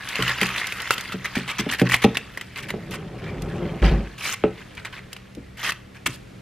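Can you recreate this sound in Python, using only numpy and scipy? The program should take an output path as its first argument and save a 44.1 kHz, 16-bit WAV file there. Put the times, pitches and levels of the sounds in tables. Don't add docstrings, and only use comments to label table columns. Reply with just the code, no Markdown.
import sys
import numpy as np
from scipy import signal
from scipy.fft import rfft, irfft, next_fast_len
from scipy.io import wavfile

SR = 44100
rng = np.random.default_rng(int(sys.argv[2]) if len(sys.argv) > 2 else 0)


def wrap_up_sound(samples):
    columns = np.atleast_2d(samples).T
    tamed = np.clip(columns, -1, 1)
    steps = np.round(tamed * 32767).astype(np.int16)
    wavfile.write(sys.argv[1], SR, steps)


def ratio(d):
    e = np.asarray(d, float) / 20
    return 10 ** e


N = 282681

# time in seconds, force on the foil in dB.
PAN_CREEP = [(0, -38.5), (.2, -27), (1.1, -36), (1.19, -44), (1.3, -37.5), (2.3, -46), (3.1, -52),
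             (3.27, -49), (3.6, -45), (4.0, -48), (4.9, -51.5), (5.3, -57), (6.4, -69)]
# start in seconds, length in seconds, force in dB, brightness in dB.
FOIL_STROKES = [(0.289, 0.035, -29, -33), (0.403, 0.065, -34, -10), (0.574, 0.047, -40, -1),
                (0.912, 0.036, -40.5, 7.5), (1.119, 0.026, -37.5, -8), (1.242, 0.03, -31.5, -16),
                (1.35, 0.052, -30.5, -12), (1.477, 0.044, -32.5, -11.5), (1.582, 0.032, -28, -5),
                (1.687, 0.02, -31, -15), (1.71, 0.035, -28, -3.5), (1.783, 0.039, -32.5, -8.5),
                (1.847, 0.031, -33.5, -43), (1.888, 0.083, -30.5, -3.5), (1.932, 0.019, -23, -20),
                (2.017, 0.022, -28, -12), (2.036, 0.017, -21.5, -10.5), (2.145, 0.016, -33.5, -10),
                (2.556, 0.056, -37, -7), (2.625, 0.031, -38.5, -8.5), (2.683, 0.028, -37, -11),
                (2.907, 0.059, -39, -4.5), (3.18, 0.13, -43.5, -29), (4.177, 0.13, -36, -5),
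                (4.221, 0.1274, -31, 0), (4.571, 0.054, -44, -21), (4.768, 0.035, -42.5, -31),
                (4.846, 0.032, -38.5, -17), (4.924, 0.075, -40.5, -22), (5.115, 0.026, -46, -11),
                (5.57, 0.059, -38.5, -8), (5.628, 0.071, -28, -7), (5.69, 0.022, -31, -4),
                (5.945, 0.032, -47.5, -12), (6.058, 0.02, -27, -0.5), (6.082, 0.082, -51.5, 6.5)]
# time in seconds, level in dB, pitch in Hz.
CREASE_SNAPS = [(0.155, -11, 2680), (0.2231, -7, 3050), (0.2791, -7.5, 2890), (0.294, -11.5, 1920),
                (0.4135, -4.5, 2070), (0.4308, -4.5, 1890), (0.489, -17, 2220), (0.5616, -13, 2480),
                (0.5796, -11.5, 2640), (0.7224, -12.5, 2500), (0.8016, -15, 3020), (0.8745, -20, 1300),
                (0.9065, 0, 1370), (0.98, -11.5, 3100), (1.255, -14, 2070), (1.354, -11.5, 1610),
                (1.724, -13, 1850), (1.746, -13, 1820), (1.796, -8.5, 1770), (1.8154, -10, 2140),
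                (1.8963, -11, 1870), (1.919, -5, 1950), (1.942, 2, 2080), (2.17, -4, 2670),
                (2.3736, -14.5, 1900), (2.411, -16, 1970), (2.7037, -12.5, 2080), (4.849, -17.5, 2120),
                (5.1644, -24, 2830), (5.72, -14, 2600), (6.0625, -5.5, 2230)]
# time in seconds, strength in dB, hardness in dB per octave.
COUNTER_KNOCKS = [(0.189, -15.5, -1.5), (.417, -12.5, 1), (0.199, -35, -18), (1.14, -21, -4),
                  (1.366, -15.5, -1), (1.593, -17.5, -7), (1.663, -17.5, 0.5), (1.814, -5, -2),
                  (2.043, -2, 2.5), (2.739, -17.5, 2.5), (4.438, -6, 4), (5.369, -24, -7.5),
                  (6.063, -26, -3), (6.081, -38, -14)]
# time in seconds, rumble level in dB.
HEAVY_DRAG = [(2.6, -41), (2.7, -36.5), (3.15, -34.5), (3.45, -27.5), (3.74, -29), (3.8, -31.5),
              (3.98, -72)]
# time in seconds, level in dB.
STEEL_TICKS = [(0.088, -26.5), (0.4663, -25.5), (0.67, -24), (.8185, -28), (1.0091, -26), (3.42, -32),
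               (4.751, -42), (5.13, -28.5), (5.35, -43)]
# start in seconds, length in seconds, level in dB, pitch in Hz.
SLIDE_WHISTLES = [(3.254, 0.074, -41, 2350), (3.481, 0.078, -40, 1700)]
# frequency in Hz, relative level in dB per Hz.
FOIL_BODY = [(600, -24), (1060, -2), (1390, -2), (1930, 3.5), (2950, -1.5), (4200, -11.5), (6500, -24.5)]
# frequency in Hz, relative level in dB per Hz.
FOIL_SIZZLE = [(2700, -0.5), (5000, -9), (8250, -12), (13000, -15), (15500, -42)]
# frequency in Hz, relative level in dB, decay by 60 dB in seconds.
COUNTER_MODES = [(66.7, -30, 0.93), (126.1, -13.5, 0.48), (181.8, -4.5, 0.23), (252.3, 2.5, 0.048),
                 (357, -4.5, 0.088), (444, 0, 0.055), (586, -6, 0.042), (794, -8.5, 0.035),
                 (1310, -12.5, 0.014), (2600, -16.5, 0.003)]
# frequency in Hz, relative level in dB per Hz.
RUMBLE_COLOUR = [(40, -27), (70, -6.5), (180, 5.5), (264, -17), (340, -1), (651, -8), (1500, -18.5),
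                 (3300, -64)]
# frequency in Hz, relative level in dB per Hz.
ROOM_TONE = [(15, -32), (25, 4.5), (117, 3.5), (531, -9), (863, -18), (2220, -16.5), (12200, -37.5),
             (14800, -46), (16000, -63)]
# frequency in Hz, typical peak level in dB.
FRIDGE_HUM = [(121, -49.5), (190, -50.5)]
# frequency in Hz, side over mid in dB.
NEAR_WIDTH = [(60, -73), (330, -12.5), (1800, -43), (3200, -16), (4500, -1.5), (15000, 2.5)]
# frequency in Hz, side over mid in dB.
ROOM_TONE_WIDTH = [(60, -24), (330, -3), (800, 1.5), (2700, -9), (15000, -3)]

STROKE_ATTACK_S, STROKE_RELEASE_S = .003, .005
RAGGED_DB, PATCHY_DB = 2.3, 3.0
TRAIL_DB, TRAIL_T60_S, TRAIL_LOSS_DB_PER_S = -3, 0.049, 99
RATTLE_DB, RATTLE_RISE_S, RATTLE_T60_S = -17, 0.023, 0.29
SNAP_RISE_S, SNAP_T60_S, SPLASH_DB, SPLASH_T60_S = 0.0005, .011, -13, 0.035
MODE_SHARE_DB, DETUNE = -5, .03
CHATTER_DB, CHATTER_T60_S = -26, .12
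BOOM_HZ, BOOM_T60_S, DRAG_BOOM_DB = 50, 0.36, -11.5
BUMP_S, BUMP_DB, BUMP_RISE_S = 3.818, -1.5, 0.0083
BOUNCE_S, BOUNCE_LOSS_DB = .09, 5.5
SHUDDER_DB, SHUDDER_T60_S = -10.5, 0.4
TICK_T60_S = .025
ROOM_T60_S, ROOM_DB, AIR_DB = .35, -18.0, -45.5
MIC_LOW_CUT_HZ, TOP_CUT_HZ = 46.6, 15500


def rms_one(x):
    return x / np.sqrt(np.mean(x ** 2) + 1e-20)


def in_time(rows):
    s, values = np.transpose(rows)
    return np.interp(np.arange(N) / SR, s, values)


def at_hz(points, hz):
    points_hz, db = np.transpose(points)
    return np.interp(np.log(hz + 1), np.log(points_hz), db)


def colour(x, points):
    size = next_fast_len(N + 8192)
    hz = np.arange(size // 2 + 1) * SR / size
    return irfft(rfft(x, size) * ratio(at_hz(points, hz)), size)[..., :N]


def drift(rate):
    count = int(N / SR * rate) + 2
    return np.interp(np.arange(N) / SR * rate, np.arange(count), rng.standard_normal(count))


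def ring(clicks, hz, t60):
    r, w = ratio(-60 / (t60 * SR)), 2 * np.pi * hz / SR
    return signal.lfilter([0, np.sin(w)], [1, -2 * r * np.cos(w), r * r], clicks + 1e-18)


def crackle(force, spectrum, per_s, spread_db, cycles, count):
    sizes = ratio(spread_db * np.minimum(rng.exponential(1, N), 4)) * rng.choice([-1, 1], N)
    born = rng.random(N) < per_s * ratio(2.7 * drift(70.)) / SR
    patch_of = rng.integers(0, count, N)
    pitches = np.geomspace(spectrum[0][0], spectrum[-1][0], count)
    buckles = sizes * born * np.stack([np.ones(N), force])
    total = np.zeros((2, N))
    for k, hz in enumerate(pitches):
        clicks = buckles * (patch_of == k) * ratio(PATCHY_DB * drift(12.))
        total += ratio(at_hz(spectrum, hz)) * hz * ring(clicks, hz, cycles / hz)
    even, played = total
    return played / np.std(even)


def rustle():
    since = np.maximum(np.arange(N) / SR - BUMP_S, 0)
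    creep = ratio(in_time(PAN_CREEP))
    rattle = (1 - np.exp(-since / RATTLE_RISE_S)) * ratio(RATTLE_DB - 60 * since / RATTLE_T60_S)
    dull = creep + rattle
    bright = creep * ratio(-13.5) + rattle * ratio(-25.0)
    ragged = ratio(RAGGED_DB * drift(90.))
    for start, length, force_db, bright_db in FOIL_STROKES:
        at, t = round(start * SR), np.arange(round(length * SR)) / SR
        end = at + len(t)
        slope_db = np.clip(60. * length - 4.0, -6, 2.5)
        swell = ratio(slope_db * (t / length - 1.0) * 2)
        attack = np.minimum(1, t / STROKE_ATTACK_S)
        release = np.minimum(1, (length - t) / STROKE_RELEASE_S)
        shape = swell * attack * release * ragged[at:end]
        dull[at:end] += ratio(force_db) * shape
        bright[at:end] += ratio(force_db + bright_db) * shape
        after = np.arange(min(SR // 5, N - end)) / SR
        trail_db = force_db + TRAIL_DB - TRAIL_LOSS_DB_PER_S * length
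        dull[end:end + len(after)] += ratio(trail_db - 60 * after / TRAIL_T60_S)
    body = crackle(dull, FOIL_BODY, per_s=4500., spread_db=3.3, cycles=32., count=24)
    sizzle = crackle(bright, FOIL_SIZZLE, per_s=6500., spread_db=3.6, cycles=40., count=14)
    return body + sizzle


def snaps():
    out, splash, t = np.zeros(N), np.zeros(N), np.arange(2205) / SR
    swell = 1 - np.exp(-t / SNAP_RISE_S)
    for s, level_db, hz in CREASE_SNAPS:
        at = round(s * SR)
        upper_hz = hz * (1.196 + 0.276 * abs(rng.standard_normal()))
        tone = np.sin(2 * np.pi * hz * t) + 0.32 * np.sin(2 * np.pi * upper_hz * t)
        out[at:at + len(t)] += ratio(level_db) * swell * tone * ratio(-60 * t / SNAP_T60_S)
        splash[at:at + len(t)] += ratio(level_db) * swell * ratio(-60 * t / SPLASH_T60_S)
    dull = rms_one(colour(rng.standard_normal(N), FOIL_BODY))
    bright = rms_one(colour(rng.standard_normal(N), FOIL_SIZZLE))
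    return out + ratio(SPLASH_DB) * splash * (dull + ratio(-1.5) * bright)


def knocks():
    out, t = np.zeros(N + SR), np.arange(SR // 2) / SR
    chance = rng.standard_normal((len(COUNTER_KNOCKS), 2, len(COUNTER_MODES)))
    for (s, strength_db, hard_db), (stronger, sharper) in zip(COUNTER_KNOCKS, chance):
        at = round(s * SR)
        settle = ratio(CHATTER_DB - hard_db / 2 - 60 * t / CHATTER_T60_S)
        for k, (hz, level_db, t60) in enumerate(COUNTER_MODES):
            blow = settle * rng.standard_normal(len(t))
            blow[0] = (-1) ** k
            push = np.hanning(round(.7 * SR / hz))
            pushed = np.convolve(blow, push / push.sum())[:len(t)]
            tilt_db = hard_db * np.log2(hz / 250)
            gain = ratio(strength_db + level_db + MODE_SHARE_DB + tilt_db + 1.5 * stronger[k])
            out[at:at + len(t)] += gain * ring(pushed, hz * (1 + DETUNE * sharper[k]), t60)
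    return out[:N]


def slide():
    quiet = [(0, -90), (HEAVY_DRAG[0][0] - .1, -90)]
    drag, t = ratio(in_time(quiet + list(HEAVY_DRAG))), np.arange(N) / SR
    rough = rng.standard_normal(N) * ratio(2.5 * drift(30.))
    modes = np.zeros(N)
    for hz, db, t60 in COUNTER_MODES[1:8]:
        modes += ratio(PATCHY_DB * drift(6.3)) * rms_one(ring(rough, hz, 0.6 * t60)) * ratio(db)
    rumble = rms_one(colour(rough, RUMBLE_COLOUR)) + 0.55 * rms_one(modes)
    deep = rms_one(ring(rng.standard_normal(N), BOOM_HZ, BOOM_T60_S))
    shudder, boom = np.zeros(N), np.zeros(N)
    for k in range(2):
        since = np.maximum(t - BUMP_S - k * BOUNCE_S, 0)
        blow = ratio(BUMP_DB - k * BOUNCE_LOSS_DB) * (1 - np.exp(-since / BUMP_RISE_S))
        lifted = np.clip((BOUNCE_S - since) / BUMP_RISE_S, 0, 1) if k < 1 else 1
        boom += blow * lifted * ratio(-60 * since / BOOM_T60_S) * np.sin(2 * np.pi * BOOM_HZ * since)
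        shudder += blow * ratio(SHUDDER_DB - 60 * since / SHUDDER_T60_S)
    return (drag + shudder) * rms_one(rumble) + drag * ratio(DRAG_BOOM_DB) * deep + boom


def ticks():
    marks, t = np.zeros(N), np.arange(1000) / SR
    for s, level_db in STEEL_TICKS:
        marks[round(s * SR)] = ratio(level_db)
    envelope = signal.fftconvolve(marks, ratio(-60 * t / TICK_T60_S))[:N]
    return envelope * rms_one(colour(rng.standard_normal(N), [(1200, -21)] + list(FOIL_SIZZLE)))


def whistles():
    out = np.zeros(N)
    for start, length, level_db, hz in SLIDE_WHISTLES:
        at, swell = round(start * SR), np.hanning(round(length * SR))
        tone = rms_one(ring(rng.standard_normal(N), hz, 0.038))[:len(swell)]
        out[at:at + len(swell)] += ratio(level_db) * swell * tone
    return out


def kitchen(x):
    t = np.arange(SR // 2) / SR
    tail = rng.standard_normal(len(t)) * ratio(-60 * t / ROOM_T60_S) * (t > .004)
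    tail = signal.lfilter([1], [1, -.5], tail)
    return ratio(ROOM_DB) * signal.fftconvolve(x, tail / np.sqrt(np.sum(tail ** 2)))[:N]


def air():
    mid, side = colour(rng.standard_normal((2, N)), ROOM_TONE) * ratio(1.2 * drift(4.))
    scale, t = ratio(AIR_DB) / np.std(mid), np.arange(N) / SR
    hum = np.zeros(N)
    for hz, db in FRIDGE_HUM:
        level = ratio(db + 1.0 * drift(31.0))
        hum += level * np.sin(2 * np.pi * hz * t + 1.27 * drift(1.84))
    return scale * mid + hum, scale * colour(side, ROOM_TONE_WIDTH)


def scene():
    near = rustle() + snaps() + ticks() + knocks() + slide() + whistles()
    near = near + kitchen(near)
    scatter = rng.standard_normal((2, 330)) * ratio(-60 * np.arange(330) / SR / 0.016)
    scatter = scatter / np.linalg.norm(scatter, axis=1, keepdims=True)
    paths = signal.fftconvolve(near[None], scatter)[:, :N]
    spot = 3.37 * drift(40.)
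    side = colour(np.cos(spot) * paths[0] + np.sin(spot) * paths[1], NEAR_WIDTH)
    air_mid, air_side = air()
    return near + air_mid + (side + air_side) * [[1], [-1]]


def roll_off(x):
    return signal.sosfilt(signal.butter(12, 16480, fs=SR, output="sos"), x)


def record(dry):
    rounded = np.tanh(dry / 1.507) * 1.485
    low_cut = signal.butter(2, MIC_LOW_CUT_HZ, "high", fs=SR, output="sos")
    top_cut = signal.butter(10, TOP_CUT_HZ, fs=SR, output="sos")
    mix = signal.sosfilt(top_cut, signal.sosfilt(low_cut, rounded))
    return roll_off(mix)


dry = scene()
out = record(dry)
wrap_up_sound(out)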